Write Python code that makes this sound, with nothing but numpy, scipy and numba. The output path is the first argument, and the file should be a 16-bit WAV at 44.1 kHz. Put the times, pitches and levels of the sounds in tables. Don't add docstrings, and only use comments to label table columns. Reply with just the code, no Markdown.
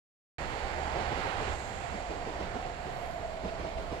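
import sys
import numpy as np
from scipy import signal
from scipy.fft import rfft, irfft
from scipy.io import wavfile
from scipy.ndimage import uniform_filter1d
from numba import njit

SR = 44100
rng = np.random.default_rng(int(sys.argv[2]) if len(sys.argv) > 2 else 0)


def ratio(d):
    e = np.asarray(d, float) / 20
    return 10 ** e


def persist_wave(psi):
    counts = np.round(np.clip(psi, -1, 1) * 32767).astype(np.int16)
    wavfile.write(sys.argv[1], SR, np.atleast_2d(counts).T)


N = 176400

# t/s, level/dB
EXPOSURE = [
    (0.39, -46.5),
    (0.95, -45.5),
    (0.96, -44.5),
    (1.52, -45),
    (1.56, -48.5),
    (3.41, -51),
    (3.49, -51),
    (3.51, -51),
    (4.0, -51.5),
]
# f/Hz, share/1
EXPOSURE_SHARE = [(30, 0.46), (70, 1.2), (150, 0.2), (600, 1.02), (2000, 1.43), (5000, 1.12), (12000, 0.33)]
# f/Hz, density/dB per Hz
ROAR_SPECTRUM = [(12, -28), (20, 5), (317, -14), (687, -7.5), (1100, -10), (2130, -15), (5460, -34.5),
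                 (7200, -39.5), (14800, -52)]
# f/Hz, width/Hz, level/dB, extra at the left port/dB
WHEEL_RESONANCES = [
    (68, 12, -55, 8.5),
    (528, 225, -50.5, -8),
    (841, 176, -51, 4.5),
    (1910, 790, -51, -10),
    (4390, 630, -60.5, -10),
]
# t/s, f/Hz, level/dB, blur/Hz
RAIL_SONG = [(.38, 781, -50.5, 119.6), (1.0, 769, -40.5, 118), (1.6, 770, -52, 109.3), (2.0, 692, -44, 86),
             (2.45, 706, -46, 78.7), (2.9, 711, -44, 68.3), (3.2, 670, -41, 57.4), (3.6, 659, -45, 58.7),
             (4.0, 654.5, -44, 53.7)]
# t/s, level/dB
BRAKE_AIR = [
    (.39, -60.5),
    (1.35, -61),
    (1.55, -55.5),
    (1.9, -58.5),
    (2.3, -64),
    (3.0, -65),
    (4.0, -69),
]
# t/s, peak level/dB, thud f/Hz
JOINT_BLOWS = [(0.516, -42.5, 271), (0.64, -49, 104), (0.776, -42.5, 124), (0.871, -41, 120),
               (0.956, -35, 142), (0.999, -40.5, 228), (1.111, -36, 114), (1.168, -37, 255),
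               (1.243, -37.5, 110.5), (1.401, -35.5, 136), (1.462, -40, 105), (1.54, -50, 102),
               (1.937, -37, 190), (2.099, -35.5, 99), (2.267, -36.5, 107), (2.335, -51, 104.4),
               (2.398, -36, 194), (2.547, -37.5, 228), (2.65, -40.5, 132), (2.853, -39, 137),
               (3.199, -43, 102), (3.439, -34, 184), (3.592, -36, 99), (3.647, -40.5, 130),
               (3.777, -38.5, 101), (3.917, -35.5, 115.4)]
# f/Hz, width/Hz, level/dB, t60/s
JOINT_BODY = [
    (185, 202, -8.5, 0.26),
    (430, 220, -6, 0.37),
    (783, 270, -9.5, 0.27),
    (2570, 1900, -20, 0.63),
    (4970, 2000, -30.5, 0.81),
]
# t/s, peak level/dB, f/Hz
BED_BOOMS = [(.63, -36, 66), (.76, -39, 68), (.83, -38, 68), (.99, -41, 68), (1.06, -37, 70),
             (1.14, -33, 68.6), (1.19, -34.5, 68.9), (1.47, -38, 62.4), (1.525, -32, 61.4), (1.91, -36, 68),
             (2.09, -38, 60.05), (2.42, -39.5, 67), (2.54, -38, 62), (2.585, -39, 65.6), (2.86, -40, 70.4),
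             (3.42, -35, 54), (3.46, -38, 60.43), (3.59, -34, 65.85), (3.645, -46, 60), (3.76, -37, 59.9),
             (3.905, -37, 69.6)]
# t/s, level/dB
CLANKS = [
    (2.43, -48),
    (2.63, -49),
    (3.48, -47.5),
    (3.78, -50.5),
]
# f/Hz, left minus right/dB
PORT_BALANCE = [(60, -5.5), (110, -5.0), (200, -5.0), (370, -6.0), (680, -5.0), (1260, -10.0),
                (2310, -13.5), (4240, -9.5), (7790, -10.5), (14300, -6.5)]
# f/Hz, share/1
COMMON_SHARE = [(30, .3), (70, .75), (130, .95), (300, .94), (650, .85), (1000, .4), (2000, .25),
                (14000, .2)]
# f/Hz, left level/dB, right level/dB
DROPOUT_LIMIT = [(5000, -16, -24), (7000, -4, -16), (9000, 1.5, -9), (11000, 1.5, -4), (13000, 1.1, .5),
                 (14200, 3, 4), (14900, 7, 7)]
# t/s, level/dB
DROPOUT_SHIFT = [(.4, -2.1), (1.0, .1), (2.3, .1), (2.8, -1.5), (2.95, -8), (3.12, -8), (3.25, -1.1),
                 (4.0, -1.5)]


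def curve(table, axis=1):
    rows = np.array(table)
    return np.interp(np.arange(N) / SR, rows[:, 0], rows[:, axis])


def at(table, hz):
    rows = np.array(table)
    return np.interp(np.log(hz), np.log(rows[:, 0]), rows[:, 1])


@njit
def svf(x, hz, width):
    y, b, l = np.empty(len(x)), 0., 0.
    for i in range(len(x)):
        g, k = np.tan(np.pi * hz[i] / SR), width[i] / hz[i]
        v = (b + g * (x[i] - l)) / (1 + g * (g + k))
        b, l, y[i] = 2 * v - b, l + 2 * g * v, k * v
    return y


def walk(rate):
    hold = int(SR / rate)
    steps = np.repeat(rng.standard_normal(N // hold + 1), hold)
    return 0.8 * uniform_filter1d(uniform_filter1d(steps, hold), hold)[:N]


def band(hz, width_hz):
    hz = np.clip(hz + np.zeros(N), 15, .45 * SR)
    wide = 1.5 * width_hz + np.zeros(N)
    noise = rng.standard_normal((3, N))
    x = np.array([svf(svf(n, hz, wide), hz, wide) for n in noise]) / np.sqrt(wide)
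    return x / x.std(axis=1, keepdims=True)


def exposure(hz):
    db = curve(EXPOSURE)
    left_follows = 0.18
    return at(EXPOSURE_SHARE, hz) * (db - db.mean()) * np.array([[1], [left_follows], [1]])


def roar():
    out, swell = 0, walk(4.58)
    for hz in 22 * 2 ** np.arange(0, 9.5, .5):
        db = at(ROAR_SPECTRUM, hz) + 10 * np.log10(hz / 700)
        db = db + exposure(hz) + 0.96 * swell + 2.3 * walk(9)
        out = out + ratio(-40.5 + db) * band(hz, hz / 3)
    for hz, width_hz, db, left_db in WHEEL_RESONANCES:
        level = db + np.array([[0], [left_db], [0]]) + exposure(hz) + 0.49 * walk(5.97)
        wavering_hz = hz * (1 + 0.038 * walk(3.28))
        out = out + ratio(level) * band(wavering_hz, width_hz)
    return out


def rail_song():
    core_db, flicker_db = -9, 2.2
    hz = curve(RAIL_SONG) * (1 + .004 * walk(6))
    blur_hz = curve(RAIL_SONG, axis=3)
    phase = 2 * np.pi * np.cumsum(hz + .4 * blur_hz * walk(40)) / SR
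    core = np.sqrt(2) * ratio(core_db) * np.sin(phase)
    song = band(hz, blur_hz) + core * np.array([[1], [0], [0]])
    return ratio(curve(RAIL_SONG, axis=2) + flicker_db * walk(25.075)) * song


def whine():
    order, level_db, width_hz = 8.0, -77, 200
    hz = order * uniform_filter1d(curve(RAIL_SONG), size=SR // 2)
    return ratio(level_db + 4.2 * walk(4.8)) * band(hz, width_hz)[1:]


def air():
    hiss = ratio(curve(BRAKE_AIR) + 2 + 0.37 * walk(9.34)) * band(7164, 1180)
    rasp_s, rasp_length_s, rasp_db = 3.04, 0.13, -70.5
    rasp_shape = np.exp(-((np.arange(N) / SR - rasp_s) / rasp_length_s) ** 4)
    rasp = ratio(rasp_db) * rasp_shape * band(10730, 6000)
    return hiss * ratio([[-6], [-14], [0]]) + rasp


def since_blow(s):
    early_s = .012
    return np.arange(N) / SR + early_s - s


def blow_shape(s, t60):
    rise_s, since = .022, since_blow(s)
    return np.clip(since / rise_s, 0, 1) * ratio(-60 * np.clip(since - rise_s, 0, 2) / t60)


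def thumps(blows, level_db, t60):
    out = np.zeros(N)
    for s, db, hz in blows:
        out += ratio(db + level_db) * blow_shape(s, t60) * np.sin(2 * np.pi * hz * since_blow(s))
    return out


def joints():
    out = np.zeros((3, N))
    out[0] = thumps(JOINT_BLOWS, level_db=-6, t60=0.13)
    for hz, width_hz, body_db, t60 in JOINT_BODY:
        shake = sum(ratio(db + body_db) * blow_shape(s, t60) for s, db, _ in JOINT_BLOWS)
        out += band(hz, width_hz) * shake
    return out * ratio([[0], [7], [0]])


def bed_booms():
    return thumps(BED_BOOMS, level_db=-2.1, t60=.3) * np.array([[1], [0], [0]])


def clanks():
    t60, rise_s, env = 0.21, .01, 0
    for s, db in CLANKS:
        since = np.arange(N) / SR - s
        rise = np.clip((since + rise_s) / rise_s, 0, 1)
        env = env + ratio(db - 60 * np.clip(since, 0, 2) / t60) * rise
    return env * band(2300, 1160)


def scene():
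    left_lead_s = .00024
    parts = rfft(roar() + rail_song() + air() + joints() + bed_booms() + clanks(), axis=1)
    hz = np.arange(parts.shape[1]) * SR / N + 1
    share = np.clip(at(COMMON_SHARE, hz), 0, 1)
    common = np.sqrt(share) * parts[0]
    left = common * np.exp(2j * np.pi * hz * left_lead_s) + np.sqrt(1 - share) * parts[1]
    right = common + np.sqrt(1 - share) * parts[2]
    ports = np.array([left * ratio(at(PORT_BALANCE, hz)), right])
    return irfft(ports, N, axis=1) * ratio(3.0) + whine()


def thin_treble(x):
    scatter_db = 5
    hz, t, z = signal.stft(x, SR, nperseg=2048)
    power = abs(z) ** 2
    patch = power[:, :1024].reshape(2, 128, 8, -1).mean(axis=2)
    luck = np.repeat(rng.standard_normal((2, 128, len(t))), 2, axis=2)[:, :, :len(t)]
    patch = uniform_filter1d(patch, size=2, axis=2) * ratio(scatter_db * luck) ** 2
    patch = np.repeat(patch, 8, axis=1)
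    patch = np.concatenate([patch, patch[:, -1:]], axis=1)
    local = uniform_filter1d(uniform_filter1d(power, size=60, axis=1), size=5, axis=2)
    table, shift = np.array(DROPOUT_LIMIT), np.array(DROPOUT_SHIFT)
    limit = np.array([np.interp(hz, table[:, 0], table[:, port], left=-99) for port in (1, 2)])
    limit = limit[:, :, None] + np.interp(t, shift[:, 0], shift[:, 1])
    keep = patch > local * ratio(limit) ** 2
    return signal.istft(z * keep, SR, nperseg=2048)[1][:, :N]


def roll_off(x):
    return signal.sosfilt(signal.butter(12, 14910, fs=SR, output="sos"), x)


def record(dry):
    start_s, open_s = .3829, .0004
    gate = np.clip((np.arange(N) / SR - start_s) / open_s, 0, 1)
    mix = thin_treble(dry) * gate
    return roll_off(mix)


dry = scene()
out = record(dry)
persist_wave(out)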